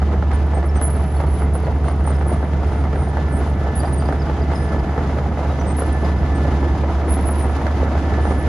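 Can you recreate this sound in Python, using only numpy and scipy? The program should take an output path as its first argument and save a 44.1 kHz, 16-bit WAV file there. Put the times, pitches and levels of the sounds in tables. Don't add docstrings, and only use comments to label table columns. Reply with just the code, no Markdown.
import sys
import numpy as np
from scipy import signal
from scipy.fft import rfft, irfft, next_fast_len
from scipy.io import wavfile
from scipy.ndimage import map_coordinates

SR = 44100
rng = np.random.default_rng(int(sys.argv[2]) if len(sys.argv) > 2 else 0)


def master(y):
    cut = np.clip(np.atleast_2d(y).T, -1, 1)
    pcm = np.round(cut * 32767)
    wavfile.write(sys.argv[1], SR, pcm.astype(np.int16))


N = 373968

# multiple of the six-cylinder cycle rate, relative level in dB.
EXHAUST_ORDERS = [(5, -17), (6, 0.5), (7, -17), (12, -19.5), (18, -40), (36, -27)]
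# time in seconds, gain around the firing note in dB, overtone gain in dB.
DRONE_GAINS = [(0, -17, -21.5), (1.2, -18.5, -13.5), (2.5, -18.5, -14), (4.3, -21, -13), (5.1, -22.5, -13),
               (5.8, -20, -20.5), (6.5, -18.5, -12.5), (7.5, -19, -44), (8.48, -18.5, -31)]
# frequency in Hz, level in dB.
FAN_PUMP_HUMS = [(65.3, -40), (333.6, -48), (667, -51), (2000, -66), (2334, -63), (2669, -66),
                 (3000, -65.5)]
# time in seconds, level in dB.
WHINE_LEVELS = [(0, -55), (.33, -46), (.45, -50), (.58, -43.5), (.95, -48.5), (1.15, -54), (2.1, -53),
                (2.3, -46), (2.55, -52), (3.0, -46.5), (3.2, -41), (3.5, -49), (3.67, -40.5), (3.95, -47),
                (4.12, -45), (4.3, -51), (4.47, -45), (4.72, -42), (5.35, -53), (5.8, -45), (6.45, -40),
                (6.75, -44.5), (6.93, -50), (7.05, -47), (7.25, -47.5), (7.7, -44.5), (8.08, -43),
                (8.2, -35.5), (8.48, -43)]
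# centre in Hz, width in Hz.
HOUSING_MODES = [(178, 27), (268, 55), (335, 40), (665, 24), (965, 28)]
# time in seconds, then each mode's level in dB.
HOUSING_LEVELS = [(0, -39.5, -54, -47, -52, -46.5), (2.5, -36.5, -40.5, -47, -56, -50),
                  (3.7, -46, -46.5, -42, -47, -56), (4.3, -31.5, -37, -42, -39, -52),
                  (5.3, -43.5, -39.5, -48, -51, -47), (6.4, -40, -33.5, -34, -54, -43),
                  (7.2, -52, -35, -40, -50, -42), (8.48, -42, -33, -38, -54, -52)]
# frequency in Hz, relative density in dB.
BOOM_SPECTRUM = [(15, -22), (30, -15), (45, -10), (60, 0.5), (76, -3), (86, -1.5), (100, -5), (150, -7.5),
                 (180, -7), (260, -11.5), (400, -18), (800, -32.5), (2000, -89.5)]
AIR_SPECTRUM = [(300, -29.5), (1000, 17), (2050, 5), (2500, 5), (3500, 2.5), (4500, -2), (5000, 0),
                (5500, -5.5), (6000, -3.5), (6700, -6), (9000, -19.5), (11000, -6.5), (11800, -44)]
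TRACK_SPECTRUM = [(60, -17.5), (150, -7), (300, 4.5), (440, 1.5), (570, 0.5), (720, 4), (880, 0.5),
                  (1050, -7.5), (1300, -4.5), (1750, -15.5), (2050, -10.5), (2500, -28), (4000, -42.5),
                  (9000, -58)]
CLANK_SPECTRUM = [(100, -28), (300, -0.5), (480, 5), (650, 2), (850, 3), (1050, -7.5), (1350, -5),
                  (1750, -13), (2050, -16), (2500, -26), (4500, -32.5), (9000, -47)]
# start in seconds, level in dB, hardness as treble gain in dB.
PAD_CLANKS = [(.018, -25.5, 5.5), (.129, -23, -3), (.224, -23, -1), (.314, -30, 17), (.535, -24, -6),
              (.57, -21, -18), (.628, -26, 0), (.757, -26, 6), (.814, -24.5, 7), (1.202, -23.5, 4),
              (1.237, -24, -5), (1.42, -28.5, 13), (1.553, -25, -3), (1.668, -22.5, -1), (1.683, -25, -12),
              (1.883, -22.5, 0), (2.075, -24.5, 2), (2.103, -25, -9), (2.211, -24.5, 1), (2.316, -21.5, -7),
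              (2.427, -24.5, 3), (2.534, -28, 5), (2.632, -27, 2), (2.721, -25.5, -3), (2.757, -27, -7),
              (2.839, -25.5, -1.5), (2.93, -27, 6), (2.957, -24.5, 2), (3.17, -21, 1), (3.19, -27, -18),
              (3.612, -27, 0), (3.669, -23, 0), (3.833, -20, 0), (4.022, -25, -1), (4.087, -20, -2),
              (4.125, -22.5, 1), (4.297, -21.5, 2), (4.517, -25, 4), (4.535, -25, -2), (4.731, -22.5, -5),
              (4.978, -20, -3), (5.185, -22.5, 2), (5.392, -22.5, -5), (5.431, -24, -2), (5.508, -24, -7),
              (5.613, -25, 1), (5.659, -25.5, -5), (5.82, -19.5, 0), (6.045, -24.5, -1), (6.452, -22.5, -3),
              (6.627, -21.5, -8), (6.835, -24, -7), (7.288, -25, 4), (7.614, -23.5, -3), (7.667, -20.5, 7),
              (7.83, -20, -9), (7.953, -22, 2), (8.137, -28, 11), (8.184, -20.5, -6), (8.253, -22, 4),
              (8.308, -20.5, 0)]
# start in seconds, length in seconds, pitch in Hz, glide as a share of pitch,
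# level in dB.
LINK_SQUEAKS = [(0.329, 0.036, 9400, -0.02, -44), (0.541, 0.046, 8550, 0, -44.5),
                (0.652, 0.028, 10480, 0, -45), (0.746, 0.035, 8780, -.02, -45),
                (0.809, 0.074, 10070, -0.011, -27.5), (0.884, 0.055, 10450, 0.025, -43),
                (.968, 0.04, 8900, -.01, -56), (1.074, 0.17, 10060, -0.005, -49),
                (1.262, 0.19, 10060, 0, -45.5), (1.534, 0.048, 9900, -.03, -35.5),
                (1.838, 0.093, 9360, 0.0059, -47.5), (2.039, 0.075, 9350, -0.019, -38.5),
                (2.068, 0.053, 8780, -0.01, -46), (2.267, 0.048, 9750, -0.025, -39.5),
                (2.318, 0.033, 9400, -.01, -44), (2.664, 0.21, 9250, 0, -57.5),
                (2.942, 0.18, 9270, -0.008, -50), (3.276, 0.15, 10030, 0, -47.5),
                (3.317, 0.068, 8760, -.01, -45), (3.751, 0.065, 9930, -0.036, -33),
                (3.845, .06, 8840, 0, -54), (3.925, 0.028, 9420, 0, -36.5),
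                (3.973, 0.04, 8820, 0.01, -41.5), (4.528, 0.15, 9600, 0, -50),
                (5.663, 0.066, 8580, -0.0023, -41.5), (5.765, 0.071, 10250, -0.011, -37),
                (5.923, 0.014, 9140, 0, -41.5), (6.348, 0.04, 8730, -.01, -48),
                (7.079, 0.087, 10120, 0.055, -32), (7.253, 0.039, 10370, 0.091, -34.5),
                (7.28, 0.061, 10460, -0.043, -36), (7.35, 0.066, 10180, -0.017, -40),
                (7.396, 0.034, 9530, -0.025, -37), (7.414, 0.039, 9060, .015, -42),
                (8.208, 0.15, 9330, -0.0072, -48), (8.368, 0.07, 9970, -.01, -45)]
# pitch in Hz, noisy share.
RASP_SHARES = [(8700, .9), (9400, 0.45), (10200, 0.3)]
# pitch in Hz, slips per second.
SLIP_RATES = [(8700, 800), (9400, 420), (10200, 330)]
# frequency in Hz, 60 dB decay time in seconds.
TREE_DECAY = [(200, 0.21), (2000, 0.12), (10000, 0.94)]
# start in seconds, length in seconds, relative level in dB, pitch in Hz.
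BIRD_CHIPS = [(0.686, 0.027, -47, 5300), (.755, 0.037, -47.5, 6060), (0.95, .016, -52, 4350),
              (1.162, .016, -47, 4350), (1.264, 0.015, -51, 4350), (1.646, .016, -49, 4340),
              (1.847, .016, -54, 4170), (2.148, 0.02, -50, 5150), (3.797, .018, -40, 4720),
              (3.852, .013, -44, 4800), (3.995, .016, -44, 4740), (4.053, .014, -45, 4800),
              (4.076, 0.014, -47, 4880), (4.192, .022, -46, 5200), (4.217, 0.014, -42, 4800),
              (4.418, 0.014, -42, 4860), (4.549, 0.022, -40, 5100), (4.577, .013, -48, 5000),
              (4.688, .012, -49, 4850), (4.787, .012, -48, 4950), (5.496, 0.028, -46, 3850),
              (5.591, .028, -44, 5970), (6.041, 0.018, -45, 4950), (6.182, 0.012, -51, 5000)]
# frequency in Hz, left-right correlation.
STEREO_LIKENESS = [(60, 0.94), (300, 1), (560, 0.98), (1200, 0.75), (2500, 0.64), (5000, 0.22)]

START_M, CRAWL_M_PER_S = 22.2, 1
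FIRING_HZ, HUNT_HZ, HUNT_PERIOD_S = 72.52, .2, 2.9
WAVER_TURNS, WAVER_PER_S = .11, 16
FAN_HZ, FAN_REL_DB = 134.8, -19.5
BOOM_DB, RUMBLE_DB, AIR_DB = -25.5, -30, -43.5
BOOM_DB_PER_DB, AIR_DB_PER_DB = 0.51, 1.3
BEAT_HZ, SURGE_DB, SURGE_FADE_DB_PER_S = 4.566, 1.4, 0.2
CRACK_T60_S, RING_DB, RING_T60_S = .028, -15, .14
REBOUND_DB, REBOUND_S = -7, (.006, .018)
TREBLE_HZ, CLANK_WINDOW_S = 1000, 0.01
SLIP_FLUTTER_DB, SLIP_FLUTTER_PER_S = 2.6, 70
ECHO_DB, ECHO_FLUTTER_DB, ECHO_FLUTTER_PER_S = -11, 4, 160
CHIP_GLIDE, CHIP_GRAINS, CHIP_SCRATCH_S = -.04, 6, 0.0095
BIRD_DIRECT_DB, BIRD_ECHO_DB = -2.5, 4
TOP_HZ = 11800


def amp(db):
    return 10 ** (np.asarray(db) / 20)


def unit(x):
    return x / np.sqrt(np.mean(x ** 2) + 1e-20)


def along(points, hz):
    knots_hz, values = np.transpose(points)
    return np.interp(np.log(hz + 1), np.log(knots_hz + 1), values)


def curves(rows):
    times_s, *columns = np.transpose(rows)
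    return [np.interp(np.arange(N) / SR, times_s, column) for column in columns]


def wobble(per_s):
    knots = rng.standard_normal(int(N * per_s / SR) + 4)
    return map_coordinates(knots, [np.arange(N) * per_s / SR])


def filtered(x, response):
    size = next_fast_len(N + SR // 2)
    return irfft(rfft(x, size) * response(np.fft.rfftfreq(size, 1 / SR)), size)[..., :N]


def causal(gain):
    cepstrum = irfft(np.log(np.maximum(gain, 1e-6)))
    half = len(cepstrum) // 2
    return np.exp(rfft(np.r_[cepstrum[0], 2 * cepstrum[1:half]], len(cepstrum)))


def spread(pair, spectrum):
    def response(hz):
        angle = np.arccos(np.clip(along(STEREO_LIKENESS, hz), -1, 1)) / 2
        return causal(amp(along(spectrum, hz))) * [np.cos(angle), np.sin(angle)]
    mid, side = filtered(pair, response)
    return np.array([mid + side, mid - side])


def noise(spectrum):
    return unit(spread(rng.standard_normal((2, N)), spectrum))


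def add(bus, start_s, sound):
    part = bus[..., max(0, round(start_s * SR)):][..., :sound.shape[-1]]
    part += sound[..., :part.shape[-1]]


def raspy_note(length_s, pitch_hz, glide, noisy_share, grains_per_s):
    progress = np.linspace(0, 1, max(int(length_s * SR), 64))
    knots = rng.standard_normal(256) + 1j * rng.standard_normal(256)
    grain = np.interp(progress * length_s * grains_per_s, np.arange(256), knots)
    voice = np.sqrt(1 - noisy_share) + np.sqrt(noisy_share / 2) * grain
    turns = np.cumsum(pitch_hz * (1 + glide * (progress - .5))) / SR
    envelope = np.sqrt(np.abs(np.sin(np.pi * progress)))
    return unit(np.imag(voice * np.exp(2j * np.pi * turns))) * envelope


def engine(t):
    firing_hz = FIRING_HZ + HUNT_HZ * np.cos(2 * np.pi * t / HUNT_PERIOD_S)
    firings = np.cumsum(firing_hz) / SR
    crank_time_s = firings / firing_hz.mean()
    tone = lambda turns: np.sqrt(2) * np.sin(2 * np.pi * (turns + rng.random()))
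    waver = lambda hz: WAVER_TURNS * min(hz / 435, 1) * wobble(WAVER_PER_S)
    drift = lambda: amp(2 * wobble(3))
    drone_db, overtone_db = curves(DRONE_GAINS)
    exhaust = np.zeros(N)
    for order, db in EXHAUST_ORDERS:
        level_db = db + (drone_db if order < 10 else overtone_db)
        sway_db = (.3 if order < 15 else 2.8) * wobble(9)
        exhaust += amp(level_db + sway_db) * tone(order * firings / 6 + waver(order * FIRING_HZ / 6))
    hums = sum(amp(db) * drift() * tone(hz * crank_time_s + waver(hz)) for hz, db in FAN_PUMP_HUMS)
    mesh_turns = 24 * firings + .25 * wobble(6) + .05 * wobble(26)
    stereo_turns = np.array([[0], [.24]])
    whine = amp(curves(WHINE_LEVELS)[0] + 2 * wobble(20)) * tone(mesh_turns + stereo_turns)
    fan_hum = amp(FAN_REL_DB + overtone_db) * drift() * tone(FAN_HZ * crank_time_s)
    return exhaust + hums + fan_hum + whine


def engine_boom(near_db):
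    return amp(BOOM_DB + BOOM_DB_PER_DB * near_db + wobble(14)) * noise(BOOM_SPECTRUM)


def housing():
    def hollow(centre_hz, width_hz):
        bandpass = lambda hz: 1j * hz * width_hz / (centre_hz ** 2 - hz ** 2 + 1j * hz * width_hz)
        return unit(filtered(rng.standard_normal(N), lambda hz: bandpass(hz) ** 2))
    return sum(amp(db) * hollow(*mode) for mode, db in zip(HOUSING_MODES, curves(HOUSING_LEVELS)))


def cooling_air(near_db, surge):
    flicker_db = 1.04 * wobble(15) + 1.16 * wobble(70)
    return amp(AIR_DB + AIR_DB_PER_DB * near_db + .5 * surge + flicker_db) * noise(AIR_SPECTRUM)


def pad_beat(t, first_s, other_side_share):
    angle = 2 * np.pi * BEAT_HZ * (t - first_s)
    return np.cos(angle) + other_side_share * np.cos(2 * angle)


def track_rumble(t, near_db, surge, blows_per_s=130, blow_t60_s=0.047):
    blows = np.zeros(N)
    count = blows_per_s * N // SR
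    blows[rng.integers(0, N, count)] = rng.random(count)
    decay = amp(-60 * t[:SR // 10] / blow_t60_s)
    energy = np.abs(signal.fftconvolve(blows ** 2, decay ** 2)[:N])
    rattle = unit(spread(np.sqrt(energy) * rng.standard_normal((2, N)), TRACK_SPECTRUM))
    churn = noise(TRACK_SPECTRUM)
    swell_db = (SURGE_DB - SURGE_FADE_DB_PER_S * t) * surge
    return amp(RUMBLE_DB + near_db + swell_db) * (amp(-3.5) * churn + amp(-5) * rattle)


def pad_clanks():
    bus = np.zeros((2, N))
    t = np.arange(SR // 6) / SR
    hz = np.fft.rfftfreq(2 * len(t), 1 / SR)
    treble = hz ** 8 / (hz ** 8 + TREBLE_HZ ** 8)
    crack = lambda delay_s: (t >= delay_s) * amp(-60 * np.abs(t - delay_s) / CRACK_T60_S)
    ring = amp(RING_DB - 60 * t / RING_T60_S)
    for start_s, db, hard_db in PAD_CLANKS:
        rebound = amp(REBOUND_DB) * crack(rng.uniform(*REBOUND_S))
        envelope = np.sqrt(crack(0) ** 2 + rebound ** 2 + ring ** 2)
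        burst = rfft(envelope * rng.standard_normal((2, len(t))), 2 * len(t))
        clank = irfft(burst * causal(amp(along(CLANK_SPECTRUM, hz) + hard_db * treble)))
        clank /= np.linalg.norm(clank, axis=1, keepdims=True)
        add(bus, start_s, amp(db) * np.sqrt(CLANK_WINDOW_S * SR) * clank)
    return spread(bus, [(1, 0)])


def link_squeaks(stereo_lag_s=2.2e-5):
    bus = np.zeros(N)
    for start_s, length_s, hz, glide, db in LINK_SQUEAKS:
        squeak = raspy_note(length_s, hz, glide, along(RASP_SHARES, hz), along(SLIP_RATES, hz))
        add(bus, start_s, amp(db) * squeak)
    bus *= amp(SLIP_FLUTTER_DB * wobble(SLIP_FLUTTER_PER_S))
    return filtered(bus, lambda hz: np.exp(1j * np.pi * hz * stereo_lag_s * np.array([[-1], [1]])))


def tree_echo(x):
    gain = amp(ECHO_DB + ECHO_FLUTTER_DB * wobble(ECHO_FLUTTER_PER_S))
    hz, t, frames = signal.stft(rng.standard_normal((2, SR // 2)), SR, nperseg=256)
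    decay = amp(-60 * t / along(TREE_DECAY, hz)[:, None])
    tail = signal.istft(frames * decay, SR, nperseg=256)[1]
    return gain * signal.fftconvolve(x, tail / np.linalg.norm(tail[0]), axes=1)[:, :N]


def birds():
    bus = np.zeros(N)
    for start_s, length_s, db, hz in BIRD_CHIPS:
        chip = raspy_note(length_s, hz, CHIP_GLIDE, CHIP_SCRATCH_S / length_s, CHIP_GRAINS / length_s)
        add(bus, start_s, amp(db) * chip)
    return bus * amp([[2], [-2.5]])


def scene():
    t = np.arange(N) / SR
    near_db = 20 * np.log10(START_M / (START_M - CRAWL_M_PER_S * t))
    surge = pad_beat(t, first_s=0.13, other_side_share=0.24)
    boom = engine_boom(near_db)
    tracks = track_rumble(t, near_db, surge) + pad_clanks()
    air = cooling_air(near_db, surge) * amp([[.7], [-.7]])
    machine = (engine(t) + boom + housing() + tracks) * amp([[-.6], [.6]])
    squeaks, chips = link_squeaks(), birds()
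    echo = tree_echo(squeaks + amp(BIRD_ECHO_DB) * chips)
    return machine + air + squeaks + amp(BIRD_DIRECT_DB) * chips + echo


def record(dry):
    return filtered(dry, lambda hz: hz < TOP_HZ)


dry = scene()
out = record(dry)
master(out)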